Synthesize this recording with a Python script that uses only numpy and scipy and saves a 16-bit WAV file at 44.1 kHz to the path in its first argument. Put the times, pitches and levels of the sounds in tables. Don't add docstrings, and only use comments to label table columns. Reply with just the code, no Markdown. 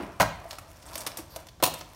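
import sys
import numpy as np
from scipy import signal
from scipy.fft import rfft, irfft
from scipy.io import wavfile

SR = 44100
rng = np.random.default_rng(int(sys.argv[2]) if len(sys.argv) > 2 else 0)


def dump(signal):
    limited = np.clip(np.atleast_2d(signal).T, -1, 1)
    pcm = np.round(limited * 32767).astype(np.int16)
    wavfile.write(sys.argv[1], SR, pcm)


N = 85995
TIME = np.arange(N) / SR
SOFT_RISE_S = 0.0009


def gain(db):
    return 10 ** (np.asarray(db, float) / 20)

def unit(x):
    return x / np.sqrt(np.mean(x ** 2))

def noise():
    return rng.standard_normal(N)

def level_curve(points):
    return gain(np.interp(TIME, *np.array(points).T))

def at_pitch(hz, points):
    pitches, values = np.array(points).T
    return np.interp(np.log(np.maximum(hz, 1)), np.log(pitches), values)

def shaped_noise(points):
    shape = gain(at_pitch(np.fft.rfftfreq(N, 1 / SR), points))
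    return unit(irfft(rfft(noise()) * shape, N))

def band(x, low_hz, high_hz):
    return signal.sosfilt(signal.butter(3, [low_hz, high_hz], "band", fs=SR, output="sos"), x)

def resonate(x, peaks):
    return sum(gain(db) * signal.lfilter(*signal.iirpeak(hz, hz / width, SR), x)
               for hz, width, db in peaks)

def fade(age, fade_s):
    return np.exp(-np.log(1000) * age / fade_s)

def bursts(starts, levels, fade_s, rise_s=0.0002):
    out = 0
    for start, db in zip(starts, levels):
        age = np.maximum(TIME - start, 0)
        out += gain(db) * (1 - np.exp(-age / rise_s)) * fade(age, fade_s)
    return out

def ring(starts, levels, tones):
    blows = np.zeros(N)
    blows[(starts * SR).astype(int)] = gain(levels)
    one_ring = sum((-1) ** k * gain(db) * np.sin(2 * np.pi * hz * TIME) * fade(TIME, fade_s)
                   for k, (hz, db, fade_s) in enumerate(tones))
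    return signal.fftconvolve(blows, one_ring)[:N]

def grains(spread_db, samples=24):
    strength = np.minimum(rng.exponential(size=N // samples + 1), 5)
    return noise() * gain(spread_db * np.repeat(strength, samples)[:N])


def shove():
    return bursts([0], [-34.5], fade_s=0.37, rise_s=SOFT_RISE_S) * unit(band(noise(), 164, 464))

def judder(hz=68.4, level_db=-48, end_s=0.29):
    fade_out = np.clip((end_s - TIME) / 0.03, 0, 1)
    return gain(level_db) * unit(np.sin(2 * np.pi * hz * TIME)) * fade_out

# pitch in Hz, width in Hz, level in dB.
HOLLOW_PEAKS = [(170, 100, -7), (325, 85, 0), (624, 210, 6.5), (914, 220, 0.5), (1240, 59, -23)]
# time in seconds, level in dB.
SLIDE_LEVELS = [(0, -35), (0.04, -41), (0.1, -47.5), (0.3, -59.5), (0.42, -49.5), (0.55, -52), (0.8, -58.5),
                (0.92, -46), (1.2, -52), (1.29, -62), (1.38, -47.5), (1.52, -68), (1.95, -55.5)]
def slide():
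    hollow = resonate(grains(spread_db=2), HOLLOW_PEAKS)
    return unit(band(hollow, 100, 3200)) * level_curve(SLIDE_LEVELS)

def grip(changes_per_s=44.68, spread_db=3.5):
    return gain(spread_db * np.interp(TIME * changes_per_s, np.arange(N), noise()))

PLAIN_GRIT_DB = 3.5
# pitch in Hz, width in Hz, level in dB.
PLASTIC_PEAKS = [(2300, 1100, -6), (3560, 76, 5.5), (4560, 690, -0.5), (5470, 690, 6), (8980, 1500, 0),
                 (13000, 360, -3.5)]
# time in seconds, level in dB.
RUB_LEVELS = [(0, -53), (0.09, -66.5), (0.48, -60), (0.53, -50), (0.6, -65), (0.7, -57), (0.78, -62),
              (0.95, -47), (1.15, -65), (1.2, -43.5), (1.26, -68), (1.355, -54), (1.4, -60), (1.55, -83),
              (1.75, -79), (1.785, -44), (1.82, -62)]
def rub():
    grit = grains(spread_db=3.5, samples=64)
    plain = gain(PLAIN_GRIT_DB) * grit * grip()
    parts = sum(resonate(grit, [peak]) * grip() ** 2 for peak in PLASTIC_PEAKS)
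    return unit(band(plain + parts, 880, 16000)) * level_curve(RUB_LEVELS)

# start in seconds, then ring, clatter and crack in dB.
LANDINGS = [(0.1995, -14, -16.5, -23), (0.2031, -25.5, -24.5, -36), (0.2065, -11.5, -16, -25),
            (0.2106, -17.5, -26, -34), (0.2172, -31, -34, -23), (0.227, -17, -30, -32.5)]
# pitch in Hz, level in dB, fade time in seconds.
CASE_TONES = np.transpose([ [52, 117, 160, 198, 312, 430, 572, 632, 711, 800, 975, 1103, 1303, 1605, 1888, 2273],
              [-27, -23, -17.5, -18, -14, -16, -8, -6.5, -10, -6.5, -6.5, -9, -8, -11, -18, -20],
              [0.4, 0.28, 0.28, 0.16, 0.05, 0.06, 0.085, 0.1, 0.07, 0.06, 0.035, 0.08, 0.05, 0.06, 0.05, 0.04]])
# pitch in Hz, level in dB.
KNOCK_CLATTER_SHAPE = [(60, -7.5), (400, -8), (700, 2.5), (1300, -3.5), (2300, -9), (3500, -17),
                       (16000, -49)]
KNOCK_CRACK_SHAPE = [(500, -1.5), (2000, -13.5), (4000, 1), (6200, 0), (7500, -5.5), (13000, -6),
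                     (16000, -7.5)]
def knock():
    starts, ring_db, clatter_db, crack_db = np.array(LANDINGS).T
    clatter = bursts(starts, clatter_db, fade_s=0.046) * shaped_noise(KNOCK_CLATTER_SHAPE)
    crack = bursts(starts, crack_db, fade_s=0.039) * shaped_noise(KNOCK_CRACK_SHAPE)
    return ring(starts, ring_db, CASE_TONES) + clatter + crack

# start in seconds, pitch in Hz, level in dB.
LIGHT_TAPS = [(0.4545, 670, -30), (0.509, 4100, -25), (0.509, 2790, -30), (0.5847, 1287, -30),
              (0.586, 2560, -35), (0.956, 577, -34), (1.066, 1090, -26), (1.192, 321, -33),
              (1.361, 645, -29)]
def taps(fade_cycles=29.4):
    out = 0
    for start, hz, db in LIGHT_TAPS:
        tone = np.sin(2 * np.pi * hz * (TIME - start))
        out += bursts([start], [db], fade_cycles / hz, SOFT_RISE_S) * tone
    return out

# start in seconds, then body, click and treble in dB.
SMALL_HITS = [(0.5087, -42.5, -28, -39), (0.529, -38, -39, -42), (0.5845, -43, -37.5, -35.5),
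              (0.9545, -35, -31, -31), (0.9772, -42, -37, -34), (1.005, -48, -36, -33),
              (1.0155, -42, -34, -34.5), (1.0646, -31.5, -23.5, -24.5), (1.071, -47, -24, -29.5),
              (1.1175, -48, -41, -50), (1.171, -40, -31.5, -27.5), (1.185, -36, -36.5, -34.5),
              (1.3603, -40, -31.5, -31), (1.468, -51.5, -42, -44.5), (1.486, -53.5, -39, -47),
              (1.6005, -40.5, -61, -69), (1.738, -36, -35, -29.5), (1.8097, -37, -31, -45)]
def ticks():
    starts, body_db, click_db, treble_db = np.array(SMALL_HITS).T
    grit = grains(spread_db=2.37)
    plastic = gain(PLAIN_GRIT_DB) * grit + resonate(grit, PLASTIC_PEAKS)
    hollow = resonate(noise(), HOLLOW_PEAKS)
    body = bursts(starts, body_db, 0.07, SOFT_RISE_S) * unit(hollow)
    click = bursts(starts, click_db, 0.029, SOFT_RISE_S) * unit(band(plastic, 1650, 6700))
    treble = bursts(starts, treble_db, 0.034, SOFT_RISE_S) * unit(band(plastic, 6140, 14400))
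    return body + click + treble

# start in seconds, pitch in Hz, level in dB.
SHORT_SCRATCHES = [(0.82, 5600, -49), (0.861, 8500, -46), (0.977, 8400, -32)]
def scratches(fade_s=0.08, width_share=0.2):
    out = 0
    for start, hz, db in SHORT_SCRATCHES:
        grit = resonate(grains(spread_db=3.5), [(hz, hz * width_share, 0)])
        out += bursts([start], [db], fade_s, SOFT_RISE_S) * unit(band(grit, hz / 2, 2 * hz))
    return out

# pitch in Hz, width in Hz, level in dB.
WIRE_PEAKS = [(4560, 400, 0), (11900, 700, -6), (14100, 300, -3.5)]
def wire_scrape(start_s=1.304, end_s=1.358, level_db=-56):
    on_off = np.clip(np.minimum(TIME - start_s, end_s - TIME) / SOFT_RISE_S, 0, 1)
    return gain(level_db) * on_off * unit(resonate(noise(), WIRE_PEAKS))

# start in seconds, then frame, clatter, crack and steel in dB.
SNAP_HITS = [(1.6256, -14.5, -22.5, -20.5, -26), (1.6289, -18, -22.5, -33, -41),
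             (1.6347, -24.5, -22.5, -18, -25.5), (1.6369, -17, -26, -14.5, -15.5),
             (1.6411, -25.5, -24.5, -22, -33), (1.6534, -27, -36, -22, -29), (1.6628, -31, -28, -22, -34),
             (1.6747, -29.5, -26.5, -25.5, -42)]
# pitch in Hz, level in dB, fade time in seconds.
FRAME_TONES = np.transpose([ [158, 220, 304, 542, 673, 735, 845, 985, 1060, 1270],
               [-20, -24, -12, -4, -7.0, -8.5, -16, -8, -6.5, -12],
               [0.32, 0.25, 0.07, 0.04, 0.07, 0.08, 0.15, 0.045, 0.13, 0.04]])
BAR_TONES = np.transpose([ [2590, 2780, 4138, 5300, 6860, 8450, 9400, 15135],
             [-6.5, -9, -4, -8, -17, -13, -8, -3.5], [0.075, 0.025, 0.018, 0.02, 0.11, .05, 0.03, 0.05]])
# pitch in Hz, level in dB.
SNAP_CLATTER_SHAPE = [(60, -9.5), (400, -7), (800, 2), (1200, -4.5), (1600, -11.5), (2700, -9.5),
                      (5000, -22), (16000, -43)]
SNAP_CRACK_SHAPE = [(500, -11.5), (2150, -9.5), (2650, 0.5), (3200, -4), (4100, 1.5), (4700, -5),
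                    (5400, -2), (7300, -7), (9400, -0.5), (11000, -4), (16000, -5.5)]
def snap():
    starts, frame_db, clatter_db, crack_db, steel_db = np.array(SNAP_HITS).T
    frame = ring(starts, frame_db, FRAME_TONES)
    bar = ring(starts, steel_db, BAR_TONES)
    clatter = bursts(starts, clatter_db, fade_s=0.028) * shaped_noise(SNAP_CLATTER_SHAPE)
    crack = bursts(starts, crack_db, fade_s=0.03) * shaped_noise(SNAP_CRACK_SHAPE)
    return frame + bar + clatter + crack

# pitch in Hz, fade time in seconds.
ECHO_FADES = [(100, 0.57), (900, 0.5), (3000, 0.54), (8000, 0.28), (16000, 0.23)]
# pitch in Hz, level in dB next to the direct sound.
ECHO_LEVELS = [(90, -5.5), (170, -5), (350, -12.5), (900, -10), (3000, -9), (8000, -12.5), (16000, -16.5)]
def room(x, delay_s=0.0055, build_s=0.0086, early_db=-14):
    age = np.maximum(TIME - delay_s, 0)
    build = 1 - np.exp(-age / build_s)
    early = grains(spread_db=3.36) * (age > 0) * fade(age, fade_s=0.21)
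    echo = gain(early_db) * early / np.linalg.norm(early)
    edges_hz = np.geomspace(45, 17000, 10)
    for low, high in zip(edges_hz[:-1], edges_hz[1:]):
        hz = np.sqrt(low * high)
        tail = band(noise(), low, high) * build * fade(age, at_pitch(hz, ECHO_FADES))
        band_share = np.sqrt(2 * (high - low) / SR)
        echo += tail / np.linalg.norm(tail) * band_share * gain(at_pitch(hz, ECHO_LEVELS))
    return x + signal.fftconvolve(x, echo)[:N]

# pitch in Hz, level in dB.
AIR_SHAPE = [(20, -24), (55, 1), (110, -3.5), (300, -20), (700, -23.5), (2000, -33), (6000, -32),
             (15500, -44.5)]
def scene(air_db=-52.5):
    hits = knock() + snap() + ticks() + taps()
    handling = slide() + rub() + judder() + scratches() + wire_scrape() + shove()
    return (room(hits + handling) + gain(air_db) * shaped_noise(AIR_SHAPE))[None]

def record(dry, low_cut_hz=26, top_hz=15800, ceiling=0.7):
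    thinned = signal.sosfilt(signal.butter(2, low_cut_hz, "high", fs=SR, output="sos"), dry)
    rounded = ceiling * np.tanh(thinned / ceiling)
    return signal.sosfilt(signal.ellip(10, 0.2, 70, top_hz, fs=SR, output="sos"), rounded)


dry = scene()
out = record(dry)
dump(out)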